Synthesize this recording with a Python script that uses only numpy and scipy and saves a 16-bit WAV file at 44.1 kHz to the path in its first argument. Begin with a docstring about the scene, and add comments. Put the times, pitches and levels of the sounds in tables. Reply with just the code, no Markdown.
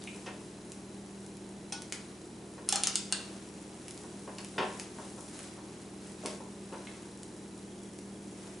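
"""A sandwich press sizzles and ticks in a small hard kitchen, over a refrigerator's hum, fan noise and
a faint focus motor. At first the handle taps, the lid knocks and a sleeve begins to rustle; at 1.7 s
the grill plate clinks. From 2.7 s the dial's spring snaps through seven detents. Then the sandwich is
squeezed and its steam swells, and from 4 to 6.7 s the lid knocks and rattles as it is lowered. The room
rings briefly after each impact. Last come a tap, two ticks and a brush of cloth."""
import sys
import numpy as np
from scipy import signal
from scipy.fft import rfft, irfft, next_fast_len
from scipy.io import wavfile

SR = 44100
rng = np.random.default_rng(int(sys.argv[2]) if len(sys.argv) > 2 else 0)


def digitize_waveform(pressure):
    """Quantize a signal to 16-bit integers and store it at the path in sys.argv[1].

    Rows of a 2-D input are taken as channels; values are limited to [-1, 1].
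    """
    field = np.atleast_2d(pressure).T
    bounded = np.clip(field, -1, 1)
    quanta = np.round(bounded * 32767).astype(np.int16)
    wavfile.write(sys.argv[1], SR, quanta)


N = 379260
T = np.arange(N) / SR
RING_T = T[:SR // 2]  # time axis of one impact
SIDES = np.array([[1], [-1]])  # left, right


def undb(db):
    """Amplitude ratio of a level in decibels."""
    return 10 ** (np.asarray(db) / 20)

def level(x, db, size=None):
    """Normalisation: the rms of the first size samples (or of all) is set to db."""
    return x * undb(db) / np.sqrt(np.mean(x[..., :size] ** 2))

def shape(x, gain_at):
    """Minimum-phase filter: folding the cepstrum makes the magnitude gain_at(f) causal."""
    size = next_fast_len(len(x) // 2 + 1024) * 2
    f = np.maximum(np.fft.rfftfreq(size, 1 / SR), 1)
    cepstrum = irfft(np.log(gain_at(f) + 1e-9))
    cepstrum[1:size // 2] *= 2
    cepstrum[size // 2 + 1:] = 0
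    return irfft(rfft(x, size) * np.exp(rfft(cepstrum)))[:len(x)]

def colour(x, spectrum, tilt_db=0):
    """Spectral weighting by (f/Hz, level/dB) points, tilted by tilt_db per octave above 1500 Hz."""
    hz, db = np.transpose(spectrum)
    octaves = lambda f: np.log2(np.maximum(f / 1500, 1))
    return shape(x, lambda f: undb(np.interp(np.log(f), np.log(hz), db) + tilt_db * octaves(f)))

def fade(t60):
    """Exponential damping: the level falls 60 dB in t60 seconds."""
    return undb(-60 * RING_T / max(t60, 1e-4))

def burst(t60):
    """Modal overlap: modes too dense to tell apart decay as noise."""
    return rng.standard_normal(len(RING_T)) * fade(t60)

def ring(modes, detune=0.0025):
    """Free vibration: a sum of damped sines, a little different at each blow."""
    out = np.zeros(len(RING_T))
    for hz, db, t60 in modes:
        detuned_hz = hz * (1 + detune * rng.standard_normal())
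        out += undb(db) * fade(t60) * np.sin(2 * np.pi * (detuned_hz * RING_T + rng.random()))
    return out

def add(track, t, sound):
    """Superposition: a sound joins the track at t seconds."""
    start = max(int(t * SR), 0)
    track[..., start:start + sound.shape[-1]] += sound[..., :N - start]

# diffuse sound at two close microphones: f/Hz, side minus mid level/dB
SIDE_SPECTRUM = [(60, -4), (140, -19.5), (280, -17.5), (550, -11.5), (1100, -5), (4000, -6.5), (9000, -8.5)]
def diffuse(make):
    """Partial coherence of a diffuse field: independent draws form the mid and side signals."""
    return make() + SIDES * colour(make(), SIDE_SPECTRUM)

def kitchen(x, bass_t60=0.46, treble_t60=0.18, crossover_hz=4000, full_s=0.0036, build_s=0.0052):
    """Reverberation of unit energy: cupboard reflections build up within ms; the treble dies first."""
    def tail():
        bass = shape(burst(bass_t60), lambda f: 1 / np.hypot(1, f / crossover_hz))
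        treble = shape(burst(treble_t60), lambda f: 1 / np.hypot(1, crossover_hz / f))
        return (bass + treble) * np.clip((RING_T - full_s) / build_s + 1, 0, 1)
    response = diffuse(tail)
    response /= np.sqrt(np.sum(response ** 2) / 2)
    return signal.fftconvolve(x[None], response, axes=1)[:, :N]

# fan rumble and microphone hiss: f/Hz, relative level/dB
AIR_SPECTRUM = [(25, -17), (60, -25.5), (125, -9), (205, 3.5), (265, -1), (385, 2), (470, -5), (650, -9.5),
                (900, -11.5), (1200, -18.5), (2200, -22), (4500, -27), (8500, -29.5), (11000, -30)]
def fan_and_hiss(db=-50.5):
    """Stationary broadband noise: a fan rumbles under an even hiss."""
    return level(diffuse(lambda: colour(rng.standard_normal(N), AIR_SPECTRUM)), db)

# tones of the compressor and fans: f/Hz, rms level/dB
HUM_LINES = [(59.4, -70), (80.7, -66), (101, -73), (119.9, -61), (161.6, -62), (178, -68), (197.0, -62),
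             (197.6, -52.7), (237.4, -65), (281.9, -68), (296.7, -60), (317.6, -60), (324, -67), (356, -59),
             (415.3, -63), (474.8, -71)]
def refrigerator(wander_rad=0.17):
    """Line spectrum of motors: the phases wander slowly, and two close tones beat."""
    knots = np.linspace(0, T[-1], num=18)
    out = np.zeros(N)
    for hz, db in HUM_LINES:
        drift = wander_rad * np.interp(T, knots, rng.standard_normal(len(knots)))
        out += np.sqrt(2) * undb(db) * np.sin(2 * np.pi * (hz * T + rng.random()) + drift)
    return out

# runs of a lens focus motor: start t/s, end t/s, whine f/Hz, level/dB
MOTOR_RUNS = [(0, 7.67, 4025, -72.3), (7.67, 7.9, 3330, -69.5), (8.11, 8.18, 3300, -68)]
def focus_motor(steps_per_s=29.97, pulse_s=0.0053, jitter_hz=60, uneven_db=1.8):
    """Pulse modulation: the motor whines in short steps of uneven pitch and strength."""
    step, phase = np.divmod(T * steps_per_s, 1)
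    detune, force = rng.standard_normal((int(step[-1]) + 1, 2))[step.astype(int)].T
    pulses = np.exp(-((phase - 0.5) / steps_per_s / pulse_s) ** 2) * undb(uneven_db * force)
    out = np.zeros(N)
    for start, end, hz, db in MOTOR_RUNS:
        whine = np.sin(2 * np.pi * np.cumsum(hz + jitter_hz * detune) / SR)
        out += level(pulses * whine, db) * (T >= start) * (T < end)
    return out

# steam bursts: f/Hz, relative level/dB
STEAM_SPECTRUM = [(500, -28), (3000, -21), (5500, -5.5), (8000, -4.5), (9800, -0.5), (11000, -9),
                  (13000, -12.5)]
# the sandwich is squeezed on the hot plate: start t/s, end t/s, full level/dB, build-up time/s
SANDWICH_SQUEEZES = [(0, 0.25, -60, 0.018), (3.2, 4.8, -54, 1.25), (4.92, 5.423, -54.7, 0.03),
                     (5.93, 8.6, -64, 0.021)]
def sizzle(pops_per_s=1800, spread_db=3.5, simmer_db=-61.5, release_s=0.11):
    """Shot noise of tiny steam bursts: it swells under a squeeze, then relaxes to a simmer."""
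    pops = (rng.random(N) < pops_per_s / SR) * rng.choice([-1, 1], N)
    sizes = undb(spread_db * np.minimum(rng.exponential(size=N), 7))
    steam = colour(pops * sizes, STEAM_SPECTRUM)
    power = undb(simmer_db) ** 2
    for start, end, db, build_s in SANDWICH_SQUEEZES:
        build = 1 - np.exp(-np.maximum(T - start, 0) / build_s)
        release = np.exp(-np.maximum(T - end, 0) / release_s)
        power += (undb(db) * build * release) ** 2
    return level(steam + kitchen(steam), 0) * np.sqrt(power)

# rubbing cloth: f/Hz, relative level/dB
CLOTH_SPECTRUM = [(200, -21), (600, 12.5), (1200, 6.5), (2500, 4.5), (4500, 2.5), (7000, 4), (9800, 1.5),
                  (11000, 1.5)]
# reaches of the arm: fastest at t/s, relative level/dB, length/s
ARM_STROKES = [(0.17, -54.5, 0.62), (0.95, -62, 0.7), (2.098, -58, 0.27), (3.28, -51, 0.28),
               (3.952, -55.5, 1), (4.75, -49.5, 0.32), (5.056, -51.5, 0.17), (5.43, -48.5, 0.22),
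               (5.76, -55, 0.25), (6.09, -53, 0.14), (6.298, -45, 0.12), (6.88, -54.5, 0.45),
               (8.47, -52, 0.18)]
def sleeve(grain_db=2.0, gain_db=-1, stir_db=-56.5, rise_share=0.55):
    """Stick-slip friction: fibres shed grains of noise that swell and die with the arm's speed."""
    def fibres():
        grains = undb(grain_db * np.repeat(rng.standard_normal(N // 64 + 1), 64)[:N])
        return colour(rng.standard_normal(N) * grains, CLOTH_SPECTRUM)
    power = undb(stir_db) ** 2  # the cloth also stirs between strokes
    for t, db, length_s in ARM_STROKES:
        width_s = length_s * np.where(T < t, rise_share, 1 - rise_share)
        power += undb(db) ** 2 * np.exp(-((T - t) / width_s) ** 2)
    return level(diffuse(fibres), gain_db) * np.sqrt(power)

# taps of the plastic handle: t/s, level/dB, resonance f/Hz, sharpness Q
HANDLE_TAPS = [(0.019, -51.5, 4000, 3.9), (0.073, -41.5, 2600, 3.6), (4.3839, -41.5, 3570, 0.6),
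               (6.871, -45.5, 2300, 1.4)]
def handle(t60=0.026):
    """Damped resonance: each tap excites one broad band of the handle."""
    out = np.zeros(N)
    for t, db, hz, q in HANDLE_TAPS:
        resonance = lambda f: 1 / (1 + (q * (f / hz - hz / f) / 2) ** 2) ** 2
        add(out, t, level(shape(burst(t60), resonance), db, size=220))
    return out + kitchen(out)

# a dry tick: f/Hz, relative level/dB
TICK_SPECTRUM = [(60, -35), (300, -3), (1000, -6), (2200, 4.5), (4000, 3), (7000, 5.5), (10500, 6),
                 (13000, -9)]
# ticks of the hot plates and the crust: t/s, level/dB
HEAT_TICKS = [(0.0394, -45.5), (0.7199, -43), (1.2645, -49), (1.3703, -50.5), (1.821, -41.5),
              (1.9239, -31.5), (3.8826, -41), (3.9095, -43), (3.9769, -46.5), (4.4472, -42.5),
              (4.798, -36.5), (5.3915, -43), (6.2601, -33.5), (7.2329, -44), (7.9888, -47)]
def ticks(typical_db=-41, crackle_db=-23):
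    """Impulsive release: weaker ticks come from smaller spots, so are brighter and stir the room less."""
    out, to_room = np.zeros(N), np.zeros(N)
    for t, db in HEAT_TICKS:
        excess_db = db - typical_db
        release = (RING_T == 0) + undb(crackle_db) * burst(t60=0.02)
        tick = level(colour(release, TICK_SPECTRUM, tilt_db=1.1 - 0.2 * excess_db), db, size=176)
        add(out, t, tick)
        add(to_room, t, tick * undb(-2.5 + 0.22 * excess_db))
    return out + kitchen(to_room)

# modes of the grill plate: f/Hz, relative level/dB, T60/s
GRILL_MODES = [(806, -2, 0.13), (898, -6.5, 0.23), (1464, -8.5, 0.5), (2540, 2, 0.034), (3330, 1, 0.053),
               (4100, -16, 0.065), (5140, 2, 0.056), (5580, 4, 0.06), (5600, -9, 0.33), (5900, -11, 0.096),
               (6150, 10.5, 0.027), (6120, 1, 0.054), (8840, 5.5, 0.05), (9050, -1, 0.046),
               (9200, -12, 0.064)]
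# the plate clinks in its seat: t/s, level/dB
GRILL_CLINKS = [(1.7232, -34.5)]
def grill_plate(scrape_t60=0.19, scrape_db=-3, room_db=-4):
    """Inharmonic plate modes ring over a scrape, which shares the spectrum of the dial's snap."""
    out = np.zeros(N)
    for t, db in GRILL_CLINKS:
        scrape = level(colour(burst(scrape_t60), SNAP_SPECTRUM), scrape_db, size=441)
        body = level(ring(GRILL_MODES), 0, size=441)
        add(out, t, level(scrape + body, db, size=441))
    return out + undb(room_db) * kitchen(out)

# modes of the lid and base: f/Hz, relative level/dB, T60/s
BODY_MODES = [(159, -8, .25), (205, -4, .25), (250, -6, .2), (377, 1, .4), (443, -7, .3), (492, -5, .35),
              (590, -10, .25), (624, -6, .55), (750, -6, .22), (882, -1, .32), (935, -2, .27),
              (1004, -1, .35), (1091, 2, .3), (1192, -11, .3), (1464, -12, .3), (1541, -8, .26),
              (1760, -11, .18), (2369, -10, .24), (2556, -4, .3), (2720, -4, .26), (2993, -5, .22),
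              (3494, -9, .2), (4829, -15, .2)]
# the lid's loose parts: f/Hz, relative level/dB
CLATTER_SPECTRUM = [(100, -5), (200, 3.5), (550, 4.5), (1050, -2.5), (1300, -2), (1800, 0.5), (2200, -7.5),
                    (2900, 3.5), (4000, -5), (5500, 2.5), (10000, -11)]
# knocks of the lid: t/s, level/dB, upper cutoff f/Hz
LID_KNOCKS = [(0.262, -46.5, 5000), (0.27, -43.5, 2700), (2.58, -51, 2000), (4.039, -53.5, 1200),
              (4.276, -43.5, 1550), (4.385, -51, 2400), (4.561, -48, 503), (4.581, -29.5, 3100),
              (4.604, -33.5, 1150), (4.983, -46, 1350), (5.178, -51, 1200), (5.578, -52, 1400),
              (6.236, -43.5, 800), (6.253, -40, 865), (6.403, -48.5, 1000), (6.725, -42.5, 1720)]
def lid(clatter_t60=0.091, bounces=4, bounce_db=-8, part_db=-4, clatter_room_db=-1, body_room_db=-9):
    """Impact and rebound of the loose top plate: soft contacts lose the treble, light ones the bass."""
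    out, to_room = np.zeros(N), np.zeros(N)
    for t, db, top_hz in LID_KNOCKS:
        weight = 2 ** ((db + 45) / 12)  # 12 dB more reaches an octave lower and rattles twice as long
        low_hz, rattle_s = 310 / weight, 0.02 * weight
        clatter = colour(burst(clatter_t60), CLATTER_SPECTRUM)
        for delay_s in rng.random(bounces) * rattle_s:
            bounce = undb(bounce_db) * colour(burst(clatter_t60 / 2), CLATTER_SPECTRUM)
            clatter += np.pad(bounce, (int(delay_s * SR), 0))[:len(RING_T)]
        contact = lambda f: 1 / np.hypot(1, (f / top_hz) ** 3) / np.hypot(1, (low_hz / f) ** 2)
        clatter = level(shape(clatter, contact), db + part_db, size=1323)
        body = level(shape(ring(BODY_MODES), contact), db + part_db, size=1323)
        add(out, t, clatter + body)
        add(to_room, t, undb(clatter_room_db) * clatter + undb(body_room_db) * body)
    return out + kitchen(to_room)

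# modes of a spring inside the dial: f/Hz, relative level/dB, T60/s
TWANG_MODES = [(780, 1.5, 0.41), (814, -1.5, 0.3), (1308, -16, 1)]
# the spring is struck: t/s, level/dB
SPRING_TWANGS = [(2.727, -40.5)]
def dial_spring(room_db=-10):
    """Lightly damped vibration: the struck spring rings on."""
    out = np.zeros(N)
    for t, db in SPRING_TWANGS:
        add(out, t, level(ring(TWANG_MODES), db, size=4410))
    return out + undb(room_db) * kitchen(out)

# first contact of the detent spring, and its snap: f/Hz, relative level/dB
CRACK_SPECTRUM = [(100, -27), (2000, -17), (5000, -8), (9500, 4.5), (11000, -7)]
SNAP_SPECTRUM = [(50, -33), (200, -15), (800, -3), (2000, -5), (3500, 3), (7000, 2), (9500, -11),
                 (11000, -2.5)]
# modes of the dial's housing: f/Hz, relative level/dB, T60/s
HOUSING_MODES = [(1488, -11.5, 0.11), (2820, 1, 0.027), (3430, -4, 0.013), (4210, 3, 0.027),
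                 (4870, -6, 0.016), (5370, 6, 0.026), (6200, 6, 0.016), (6500, 6, 0.016), (7200, 6, 0.028),
                 (7550, -2, 0.052), (8800, 9.5, 0.014), (9100, -10, .015), (9460, 9, 0.01),
                 (10300, 0, 0.013)]
# clicks of the dial: t/s, level/dB, treble tilt/(dB per octave)
DIAL_DETENTS = [(2.6894, -21.5, 1.1), (2.7251, -21.5, 0), (2.7579, -23, 0.4), (2.8354, -20.5, 1.8),
                (2.8715, -20, 2), (2.9563, -21, 2), (3.1245, -22, -0.6)]
def dial(slide_s=0.012, slide_db=-30, room_db=-0.5, housing_room_db=-6, beam_hz=7800):
    """Release of elastic energy: at each detent a spring slides up a ramp, then strikes the housing."""
    out = np.zeros((2, N))
    attack = 176  # samples, 4 ms
    flat = [(1000, 0), (11000, 0)]
    slide_band = lambda f: 1 / np.hypot(1, f / 2500) / np.hypot(1, 600 / f)
    for t, db, tilt_db in DIAL_DETENTS:
        slide = shape(rng.standard_normal(600), slide_band) * np.hanning(600)
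        add(out, t - slide_s, level(slide, db + slide_db))
        crack = level(colour(burst(t60=0.0041), CRACK_SPECTRUM), -2, attack)
        snap = level(colour(burst(t60=0.018), SNAP_SPECTRUM), -1, attack)
        housing = level(ring(HOUSING_MODES), 0, attack)
        def click(housing_gain):
            return level(colour(crack + snap + housing_gain * housing, flat, tilt_db), db, attack)
        add(out, t, click(housing_gain=0.98))
        # directivity: the housing and the treble beam forward and reach the walls less
        to_room = shape(click(undb(housing_room_db)), lambda f: 1.18 / np.hypot(1, (f / beam_hz) ** 2))
        add(out, t, undb(room_db) * kitchen(to_room))  # the moving hand changes the reflections
    return out

def scene(pan_db=0.6):
    """A level difference between the channels sets the press a little left, before the background."""
    background = fan_and_hiss() + refrigerator() + focus_motor()
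    press = sizzle() + sleeve() + handle() + ticks() + grill_plate() + lid() + dial_spring() + dial()
    return background + press * undb(SIDES * pan_db / 2)

def record(dry):
    """Band limiting: a steep linear-phase low-pass cuts the top treble."""
    lowpass = signal.firwin(701, cutoff=11060, fs=SR)
    return signal.fftconvolve(dry, lowpass[None], mode="same", axes=1)


dry = scene()
out = record(dry)
digitize_waveform(out)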